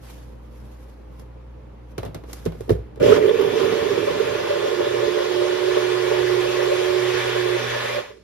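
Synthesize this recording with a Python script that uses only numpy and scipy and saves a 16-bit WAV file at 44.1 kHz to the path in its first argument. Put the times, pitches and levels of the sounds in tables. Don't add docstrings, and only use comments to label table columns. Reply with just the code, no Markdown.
import sys
import numpy as np
from scipy import signal
from scipy.fft import rfft, irfft, next_fast_len
from scipy.io import wavfile
from scipy.ndimage import uniform_filter1d, minimum_filter1d

SR = 44100
rng = np.random.default_rng(int(sys.argv[2]) if len(sys.argv) > 2 else 0)


def digitize_waveform(pressure):
    field = np.atleast_2d(pressure).T
    bounded = np.clip(field, -1, 1)
    quanta = np.round(bounded * 32767).astype(np.int16)
    wavfile.write(sys.argv[1], SR, quanta)


N = 362943

# [f/Hz, level per Hz/dB]
LIQUID = [(60, -50), (150, -26), (300, -13), (700, 1), (1050, 7), (1350, -2.5), (1750, 1), (2600, -5),
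          (2950, -3.5), (3400, -5), (3800, -7.5), (4300, -11), (5500, -20), (7000, -28)]
# [f/Hz, level/dB, t60/s]
CUP_MODES = [(108.5, -22.5, 0.096), (176, -19, 0.049), (272, -8, 0.029), (380.3, 0.5, 0.063),
             (424.2, 6, 0.051), (461.2, 3, 0.054), (521.7, -8.5, 0.078), (579.7, -5.5, 0.085)]
# [loudest at t/s, belly peak level/dB, neck peak level/dB]
STRIKES = [(3.036, -32, -40.5), (3.063, -23.5, -37), (3.085, -38, -48), (3.104, -33, -52),
           (3.116, -27, -53), (3.128, -17.5, -48), (3.145, -24, -40), (3.168, -18.5, -32),
           (3.185, -25, -28), (3.205, -24, -23.5), (3.225, -16, -30), (3.244, -12.5, -25),
           (3.26, -9.5, -25), (3.28, -11, -21), (3.293, -8, -15), (3.312, -12, -32), (3.344, -12, -38),
           (3.397, -9, -29), (3.412, -6.5, -24), (3.435, -11, -29), (3.454, -11, -28), (3.48, -11, -36),
           (3.506, -15.5, -39), (3.559, -11, -31), (3.577, -11, -44), (3.618, -13, -30), (3.644, -21, -36),
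           (3.657, -13.5, -36), (3.688, -15, -30), (3.732, -10.5, -31), (3.787, -14, -29),
           (3.834, -13, -36), (3.913, -10.5, -29), (3.963, -23, -20), (3.979, -10.5, -36),
           (4.013, -19, -31), (4.08, -14.5, -15), (4.11, -16, -38), (4.157, -16, -34), (4.185, -17, -26),
           (4.208, -9, -27), (4.277, -16.5, -18.5), (4.324, -16.5, -34), (4.355, -14, -42),
           (4.402, -22, -19.5), (4.511, -16, -12.5), (4.6, -21, -22), (4.66, -18, -15.5),
           (4.69, -14.5, -21), (4.722, -14.5, -36), (4.748, -19.5, -27), (4.807, -15, -16),
           (4.845, -15, -17), (4.874, -14, -18), (4.947, -12, -17.5), (4.968, -14.5, -24),
           (5.034, -20.5, -16), (5.084, -12, -44), (5.111, -16, -39), (5.206, -25, -16.5), (5.45, -41, -31),
           (5.775, -12, -17), (6.12, -12, -16.5), (6.372, -13.5, -31), (6.459, -41, -13.5),
           (6.684, -19, -24), (6.724, -30, -13.5), (7.363, -23, -20), (7.464, -16.5, -30),
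           (8.045, -42, -44), (8.07, -47, -46), (8.11, -34, -40), (8.145, -44, -52), (8.173, -36.5, -53),
           (8.196, -46, -58), (8.212, -46, -63)]

ON_S, FREE_S, PRESS_S, OFF_S = 3.0, 5.19, 7.58, 8.0
MAINS_HZ = 120.9
QUIET_DB, LIFT_DB = -20, 20


def churn():
    # [t/s, churn level/dB, treble level/dB]
    blend = [(3.0, -58, -20), (3.03, -50, -10), (3.1, -46.5, -9), (3.165, -39.5, -11.5), (3.19, -41.5, -13),
             (3.33, -37.5, -12), (3.41, -31.5, -14.5), (3.6, -31.5, -10), (4.3, -33.5, -9),
             (5.2, -35, -6.5), (6.2, -31.5, -8), (7.1, -30.5, -8), (7.965, -32.5, -7), (8.0, -35.5, -11),
             (8.02, -41.5, -5.5), (8.11, -50.5, -7.5), (8.14, -58.5, -4), (8.23, -74, 7)]
    # [t/s, level near 1, 2 and 3.5 kHz/dB]
    tint = [(3.0, -5, -4, -7.5), (3.6, 0, -2.3, -1.5), (4.0, -1.1, -0.7, -0.5), (4.5, 1.5, 0.2, 0.8),
            (5.3, 0.7, 1, 4), (5.6, 1.3, 1, 4), (6.1, 0.5, 1, 0.5), (6.9, -2, -0.8, 0),
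            (7.05, -1.5, 2, 2.5), (7.6, -2, 3.5, 2), (8.0, 0, 3.5, 1.5)]
    # [f/Hz, width/Hz, level/dB]
    wall_peaks = [(1136, 53, -1), (1453, 76, 6), (1733, 55, 5), (2370, 81, 3), (3486, 120, 6)]
    # [f/Hz, level per Hz/dB]
    spray = [(4000, 1.5), (5500, 0), (7000, -2.5), (9000, -12), (12000, -16.5), (13500, -33), (15000, -26)]
    level_db, treble_db = curves(blend)
    throb = 1 + 0.018 * np.sin(2 * np.pi * MAINS_HZ * np.arange(N) / SR)
    roar = noise(LIQUID, patchy_db=1.35, peaks=wall_peaks)
    bands_hz = [650, 1400], [1500, 2400], [3100, 5400]
    for db, band in zip(curves(tint), bands_hz):
        sos = signal.butter(2, band, "band", fs=SR, output="sos")
        roar = roar + (gain_of(db) - 1) * signal.sosfiltfilt(sos, roar)
    fizz = gain_of(treble_db + 1.5) * noise(spray, patchy_db=2.0)
    envelope = gain_of(level_db + 2.5 + 0.41 * wander(30)) * (after(ON_S) > 0)
    return (roar + fizz) * envelope * throb


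def lumps():
    # [t/s, level/dB]
    belly_rows = [(3.0, -45), (3.03, -34.5), (3.07, -36.5), (3.15, -27.5), (3.3, -19), (3.4, -22),
                  (3.9, -20.5), (4.3, -27.5), (5.1, -24.5), (5.4, -25.5), (6.6, -27), (7.6, -29.5),
                  (7.97, -35.5), (8.02, -35), (8.08, -56), (8.13, -54), (8.23, -68)]
    # [t/s, level/dB]
    rocking = [(3.001, -46), (3.06, -46), (3.2, -40), (3.5, -35.5), (4.0, -37), (4.2, -40.5), (5.0, -49),
               (8.0, -63), (8.1, -59)]
    # [t/s, hits per second]
    hit_rate = [(3.0, 430), (3.6, 595), (4.2, 1120), (4.998, 2000), (8.2, 2240)]
    belly_db, base_db, rate = (curves(rows)[0] for rows in (belly_rows, rocking, hit_rate))
    neck_db = -31 - 11 * (1 - ramp(ON_S, 0.54)) + 2 * wander(12)
    neck_db = neck_db - 130 * after(OFF_S) - 6 * ramp(OFF_S, .015)
    chance, size = rng.random((2, 2, N))
    strength = gain_of(-2.0 * np.log(size + 0.076)) / np.sqrt(rate)
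    hits = (chance < rate / SR) * strength * (after(ON_S) > 0)
    blow = np.hanning(60)
    shares = rng.standard_normal((len(CUP_MODES), N))
    modes = []
    for share, ring in zip(shares, rings(CUP_MODES, 0.0052)):
        struck = np.convolve(ring, blow)
        modes.append(signal.oaconvolve(hits * share, struck[None])[:, :N])
    base, belly, neck = (evened(sum(part)) for part in (modes[:3], modes[3:6], modes[6:]))
    return base * gain_of(base_db) + belly * gain_of(belly_db) + neck * gain_of(neck_db)


def chunks():
    s, *levels = np.transpose(STRIKES)
    at = np.round(s * SR).astype(int)
    trains = np.zeros((2, N))
    trains[:, at] = gain_of(levels)
    soft = rings(CUP_MODES, rise_s=0.014)
    shapes = [-soft[2], soft[3], -soft[4], soft[5]], [soft[6], -soft[7]]
    spot = np.ones((2, 4, N))
    spot[..., at] = gain_of(1.5 * rng.standard_normal((len(s), 2, 4))).transpose(1, 2, 0)
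    ringing = np.zeros(N)
    for train, part, gains in zip(trains, shapes, spot):
        whole = abs(sum(part))
        peak, delay = whole.max(), whole.argmax()
        for ring, gain in zip(part, gains):
            ringing += signal.oaconvolve(train * gain, ring / peak)[delay:][:N]
    splash_fade = gain_of(-22.5 - 60 * np.arange(SR // 10) / SR / 0.063)
    splash = signal.oaconvolve(trains[0], splash_fade)[:N] * noise(LIQUID, patchy_db=6.5)
    return ringing + splash


def motor():
    # [t/s, shaft f/Hz, shaft level/dB, mains buzz level/dB]
    run = [(3.0, 294, -56, -55), (4.0, 338.7, -30, -65), (4.2, 344, -42, -66), (4.33, 347, -39, -43),
           (4.45, 349, -34, -51), (4.6, 351.4, -30, -50), (4.8, 356, -25, -49), (4.87, 357.5, -27, -47),
           (4.98, 358, -22.5, -49.5), (5.28, 359.3, -23, -50.5), (5.42, 361.3, -18.5, -41),
           (5.58, 364.4, -24, -46), (5.66, 365, -17.5, -46), (5.9, 364.4, -18.5, -42.5),
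           (6.4, 363.4, -19.5, -38), (6.8, 364.5, -18.5, -44.5), (7.05, 363.7, -19.5, -37.5),
           (7.25, 365.2, -23.5, -37.5), (7.56, 360.6, -19.5, -37.5), (7.95, 361, -19, -39.5),
           (8.0, 357, -19, -45)]
    # [multiple of the shaft, level/dB]
    overtones = [(3, -44), (4, -47), (8, -48)]
    # [start t/s, length/s, from f/Hz, to f/Hz, level/dB]
    glide = (8.095, .135, 440, 362, -53)
    commutator_bars = 24
    loaded_db, freeing_s = -19, 0.2
    labour_rad, labour_db = .45, 2.0
    grip_s = .03
    second_db, second_gripped_db = -59, -44
    hz, shaft_db, buzz_db = curves(run)
    labour = 1 - ramp(FREE_S - freeing_s / 2, freeing_s)
    load_db = loaded_db * labour
    grip = ramp(PRESS_S - grip_s / 2, grip_s)
    shaft = 2 * np.pi * np.cumsum(hz * (1 + 0.00207 * wander(12))) / SR
    mains = 2 * np.pi * MAINS_HZ * np.arange(N) / SR

    level = gain_of(shaft_db - 19 * grip + (1.1 + labour_db * labour) * wander(24))
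    tones = level * np.sin(shaft + (.12 + labour_rad * labour) * wander(45))

    level = gain_of(-52.5 + load_db - 7 * grip + 3.5 * wander(40))
    tones += level * np.sin(commutator_bars * shaft + 1.3 * wander(200) + 0.72 * np.sin(mains))

    level = gain_of(buzz_db + (1.2 + labour_db * labour) * wander(14))
    tones += level * np.sin(mains + labour_rad * labour * wander(30))

    level = gain_of(second_db + (second_gripped_db - second_db) * grip + 2.1 * wander(20))
    tones += level * np.sin(2 * mains)

    level = gain_of(1.5 + buzz_db + load_db + 2.5 * wander(8))
    tones += level * (np.sin(shaft + mains) + 0.36 * np.sin(2 * shaft + mains))

    orders = sum(gain_of(db + 1.7 * wander(25)) * np.sin(k * shaft) for k, db in overtones)
    tones += ramp(3.9, freeing_s) * orders

    start, length, from_hz, to_hz, db = glide
    u = ramp(start, length)
    swell = gain_of(db) * np.sqrt(abs(np.sin(np.pi * u)))
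    glide_hz = from_hz + (to_hz - from_hz) * u + 22 * wander(80)
    ring_glide = swell * gain_of(5 * wander(200)) * np.sin(2 * np.pi * np.cumsum(glide_hz) / SR)
    powered = gain_of(-500 * after(OFF_S)) * (after(ON_S) > 0)
    return np.sqrt(2) * (tones * powered + ring_glide)


def knocks():
    # [t/s, ring, low thud, high thud, clack and tick level/dB]
    impacts = [(1.196, -54, -57, -57, -55, -57), (1.981, -24, -24, -26, -33.5, -42),
               (2.032, -20, -38, -28, -41, -56), (2.051, -25, -29, -28, -48, -50),
               (2.061, -28, -29, -29, -47, -64), (2.077, -34, -29, -23, -64, -66),
               (2.146, -27, -27, -23, -39, -45.5), (2.238, -33, -46, -46, -52, -68),
               (2.285, -36, -50, -50, -58, -70), (2.296, -42, -50, -50, -57, -68),
               (2.331, -36, -46, -39, -47.5, -37.5), (2.454, -38, -50, -50, -48, -45),
               (2.461, -7, -20.5, -10, -35.5, -50), (2.522, -43, -41, -32, -49, -75),
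               (2.551, -25.5, -38, -38, -70, -77), (2.607, -16, -26, -43, -49, -50),
               (2.68, -23, -46, -48, -63, -65), (2.694, -8, -35, -37, -29.5, -44),
               (2.705, 0.5, -8.5, -11, -60, -44.5), (2.717, -4.5, -40, -30, -68, -53),
               (2.727, -15, -29, -37, -55, -55), (2.751, -20, -37, -35, -67, -62),
               (2.789, -24, -28, -38, -69, -72), (2.959, -41, -70, -70, -53, -63),
               (2.975, -23, -41, -41, -62, -72)]
    # [f/Hz, level/dB, t60/s]
    base_modes = [(62.1, -14.5, 0.36), (85, -27, 0.17), (104, 2.5, 0.099), (123, -15, 0.14),
                  (164, -4, 0.11), (251, -0.5, 0.061)]
    # [f/Hz, level per Hz/dB]
    clack_colour = [(200, 11.5), (450, 16), (900, 5), (1500, -1.5), (2500, -9.5), (4000, -11.5),
                    (7000, -32)]
    tick_colour = [(2500, -7), (4500, 3), (7000, 2), (10000, -2), (13000, -5), (15000, -1)]
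    # [level/dB, t60/s]
    clack_parts = [(9.5, 0.093), (2, 0.048), (-13.5, 0.72)]
    tick_parts = [(7, .028), (-4, .08)]
    s, *levels = np.transpose(impacts)
    trains = np.zeros((5, N))
    trains[:, np.round(s * SR).astype(int)] = gain_of(levels)
    ring_hits, low_hits, high_hits, clack_hits, tick_hits = trains

    t = np.arange(SR // 2) / SR
    clack_fade, tick_fade = (sum(gain_of(db - 60 * t / t60) for db, t60 in parts)
                             for parts in (clack_parts, tick_parts))
    clack = signal.oaconvolve(clack_hits, clack_fade)[:N] * noise(clack_colour, patchy_db=1.0)
    tick = signal.oaconvolve(tick_hits, tick_fade)[:N] * noise(tick_colour, patchy_db=1.0)

    blow = np.hanning(60) / 26
    loose = after(2.2) == 0
    ring = np.zeros(N)
    for when, pitch in ((loose, 1.14), (~loose, 1)):
        held = [(hz * pitch, db, t60 * 0.65) for hz, db, t60 in CUP_MODES[2:6]]
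        struck = np.convolve(sum(rings(held, 0.0066)), blow)
        ring += gain_of(1.5) * signal.oaconvolve(ring_hits * when, struck)[:N]

    thud = np.zeros(N)
    for hits, modes in ((low_hits, base_modes[:4]), (high_hits, base_modes[4:])):
        thud += gain_of(4.0) * signal.oaconvolve(hits, sum(rings(modes, 0.018)))[:N]
    return clack + tick + ring + thud


def rustle():
    # [start t/s, length/s, level/dB, fade/dB per s]
    handling = [(0.056, 0.047, -47, 75), (0.443, 0.0088, -67, 288), (0.53, 0.3, -60, 300),
                (0.898, .005, -58, 300), (0.98, .02, -68, 90), (1.124, 0.049, -68, 303),
                (1.203, .005, -57, 296), (1.913, .005, -61, 601)]
    # [start t/s, length/s, level/dB, fade/dB per s]
    sliding = [(2.03, .01, -58, 160), (2.302, 0.1, -49, 79), (2.615, 0.026, -56, 185),
               (2.853, 0.036, -79, 903)]
    # [f/Hz, level per Hz/dB]
    paper_colour = [(800, 4.5), (2000, -2.5), (3500, -4.5), (5000, -5), (9000, -9.5), (13000, -11),
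                    (15000, -16)]
    t = np.arange(N) / SR
    rub = gain_of(-95)
    for s, length, db, fade in [*handling, *sliding]:
        onset_db = 330 * np.minimum(t - s, 0)
        rub = rub + gain_of(db + onset_db - fade * after(s + length))
    return rub * gain_of(1.5 * wander(150)) * noise(paper_colour, patchy_db=1.5)


def room_air():
    # [f/Hz, level per Hz/dB]
    air_colour = [(30, -14), (60, -5), (120, -5), (200, -4), (300, -8.5), (520, -5.5), (700, -18.5),
                  (850, -13.5), (1500, -24.5), (3000, -33), (6000, -43), (15000, -55)]
    return gain_of(-46.5) * noise(air_colour, patchy_db=1.0)


def fridge():
    # [f/Hz, level/dB]
    compressor = [(58.5, -41), (119, -51.5), (228, -60.5), (308, -60), (522, -63)]
    t = np.arange(N) / SR
    hum = np.zeros(N)
    for hz, db in compressor:
        level = gain_of(db + 1.5 * wander(9.3)) * np.sqrt(2)
        hum += level * np.sin(2 * np.pi * (hz * t + 0.091 * wander(4.3)))
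    return hum


def room(pair, t60, wet_db):
    t = np.arange(SR // 2) / SR
    signs = rng.choice([-1., 1.], (2, len(t)))
    present = rng.random((2, len(t))) < 3000 / SR
    taps = signs * present * gain_of(-60 * t / t60)
    taps *= gain_of(wet_db) / np.linalg.norm(taps[0])
    return pair + signal.oaconvolve(pair, taps, axes=1)[:, :N]


def ports(pair, nearness):
    # [f/Hz, level/dB, likeness 0-1, phase ahead/rad]
    left_port = [(60, 0, .97, 0), (130, 0, .9, -.4), (240, -4, .6, -1.3), (310, -15, .9, .7),
                 (440, -19, .9, .7), (490, -15, .5, 1.8), (530, -4, .7, 2.8), (590, -1, .75, 2.0),
                 (750, 0, .3, 2.5), (950, -4, .7, 4.8), (1500, -3, .55, 6.3), (2400, 0, .6, 6.1),
                 (2900, 2, .5, 4.2), (3900, -1, .2, 6.3), (4400, -2, .3, 3.8), (6600, -2, .4, 9.3),
                 (7200, -1, .8, 9.4), (9300, 0, .85, 9.9), (10000, 0, .6, 11.8), (10500, 0, 1, 12.57),
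                 (13000, 0, 1, 12.57), (13800, 0, .5, 14.5), (14600, 0, .99, 15.7)]
    size = next_fast_len(N + 4096)
    level_db, same, ahead = read(left_port, np.fft.rfftfreq(size, 1 / SR))
    same = np.clip(same, 0, 1) ** (1 / nearness)
    right, other = rfft(pair, size)
    mixed = same * right + np.sqrt(1 - same ** 2) * other
    left = gain_of(nearness * level_db) * np.exp(1j * ahead) * mixed
    return np.array([irfft(left, size)[:N], pair[0]])


def noise(points, patchy_db, peaks=()):
    hz = np.fft.rfftfreq(1024, 1 / SR)
    a, b, c, d, patches = rng.standard_normal((N // 256 + 5, 513, 5)).T
    patches = uniform_filter1d(patches, size=14, axis=0)
    patches = evened(uniform_filter1d(patches, size=6, axis=1))
    colour_db = read(points, hz)[0] + sum(db / (1 + (2 * (hz - f) / w) ** 2) for f, w, db in peaks)
    z = np.array([a + 1j * b, c + 1j * d]) * gain_of(colour_db[:, None] + patchy_db * patches)
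    return evened(signal.istft(z, nperseg=1024, noverlap=768)[1][:, :N])


def rings(modes, rise_s):
    t = np.arange(SR // 4) / SR
    rise = 1 - np.exp(-t / rise_s)
    return [gain_of(db - 60 * t / t60) * rise * np.sin(2 * np.pi * hz * t) for hz, db, t60 in modes]


def wander(rate):
    t = np.arange(0, N, 64) / SR
    slow = sum(np.sin(2 * np.pi * (f * t + rng.random())) / np.sqrt(f)
               for f in np.geomspace(rate / 20, rate, num=24))
    return np.interp(np.arange(N) / SR, t, evened(slow))


def gain_of(db):
    return 10 ** (np.asarray(db) / 20)


def evened(x):
    return x / np.sqrt(np.mean(x ** 2) + 1e-20)


def read(points, hz):
    f, *values = np.transpose(points)
    return [np.interp(np.log(hz + 1), np.log(f + 1), v) for v in values]


def curves(rows):
    s, *values = np.transpose(rows)
    return [np.interp(np.arange(N) / SR, s, v) for v in values]


def ramp(start_s, length_s):
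    return np.clip((np.arange(N) / SR - start_s) / length_s, 0, 1)


def after(start_s):
    return np.maximum(np.arange(N) / SR - start_s, 0)


def scene():
    roar = room(churn(), t60=.22, wet_db=-10)
    motor_pair = motor() * [[1], [0]]
    seating = gain_of(QUIET_DB) * room(knocks(), t60=0.31, wet_db=-11.0)
    blender = roar + lumps() + chunks() + motor_pair + seating
    kitchen = ports(rustle() + room_air(), nearness=0.46) + fridge()
    return ports(blender, nearness=0.77) + gain_of(QUIET_DB) * kitchen


def record(dry):
    dry = signal.sosfilt(signal.butter(4, 45, "high", fs=SR, output="sos"), dry)
    power = uniform_filter1d((dry ** 2).mean(0), size=2000)
    power_db = 10 * np.log10(abs(power) + 1e-12)
    lasting_db = minimum_filter1d(power_db, size=5001, origin=2000)
    over_db = np.clip(lasting_db + 49, 0, LIFT_DB)
    over_db = np.maximum.accumulate(over_db)
    keep = np.exp(-1 / (.1 * SR))
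    over_db = signal.lfilter([1 - keep], [1, -keep], over_db)
    lifted = dry * gain_of(LIFT_DB - over_db)
    limited = lifted / (1 + (lifted / .95) ** 8) ** .125
    low_pass = signal.firwin(511, 14900, window=("kaiser", 9), fs=SR)
    return signal.oaconvolve(limited, low_pass[None], "same")


dry = scene()
out = record(dry)
digitize_waveform(out)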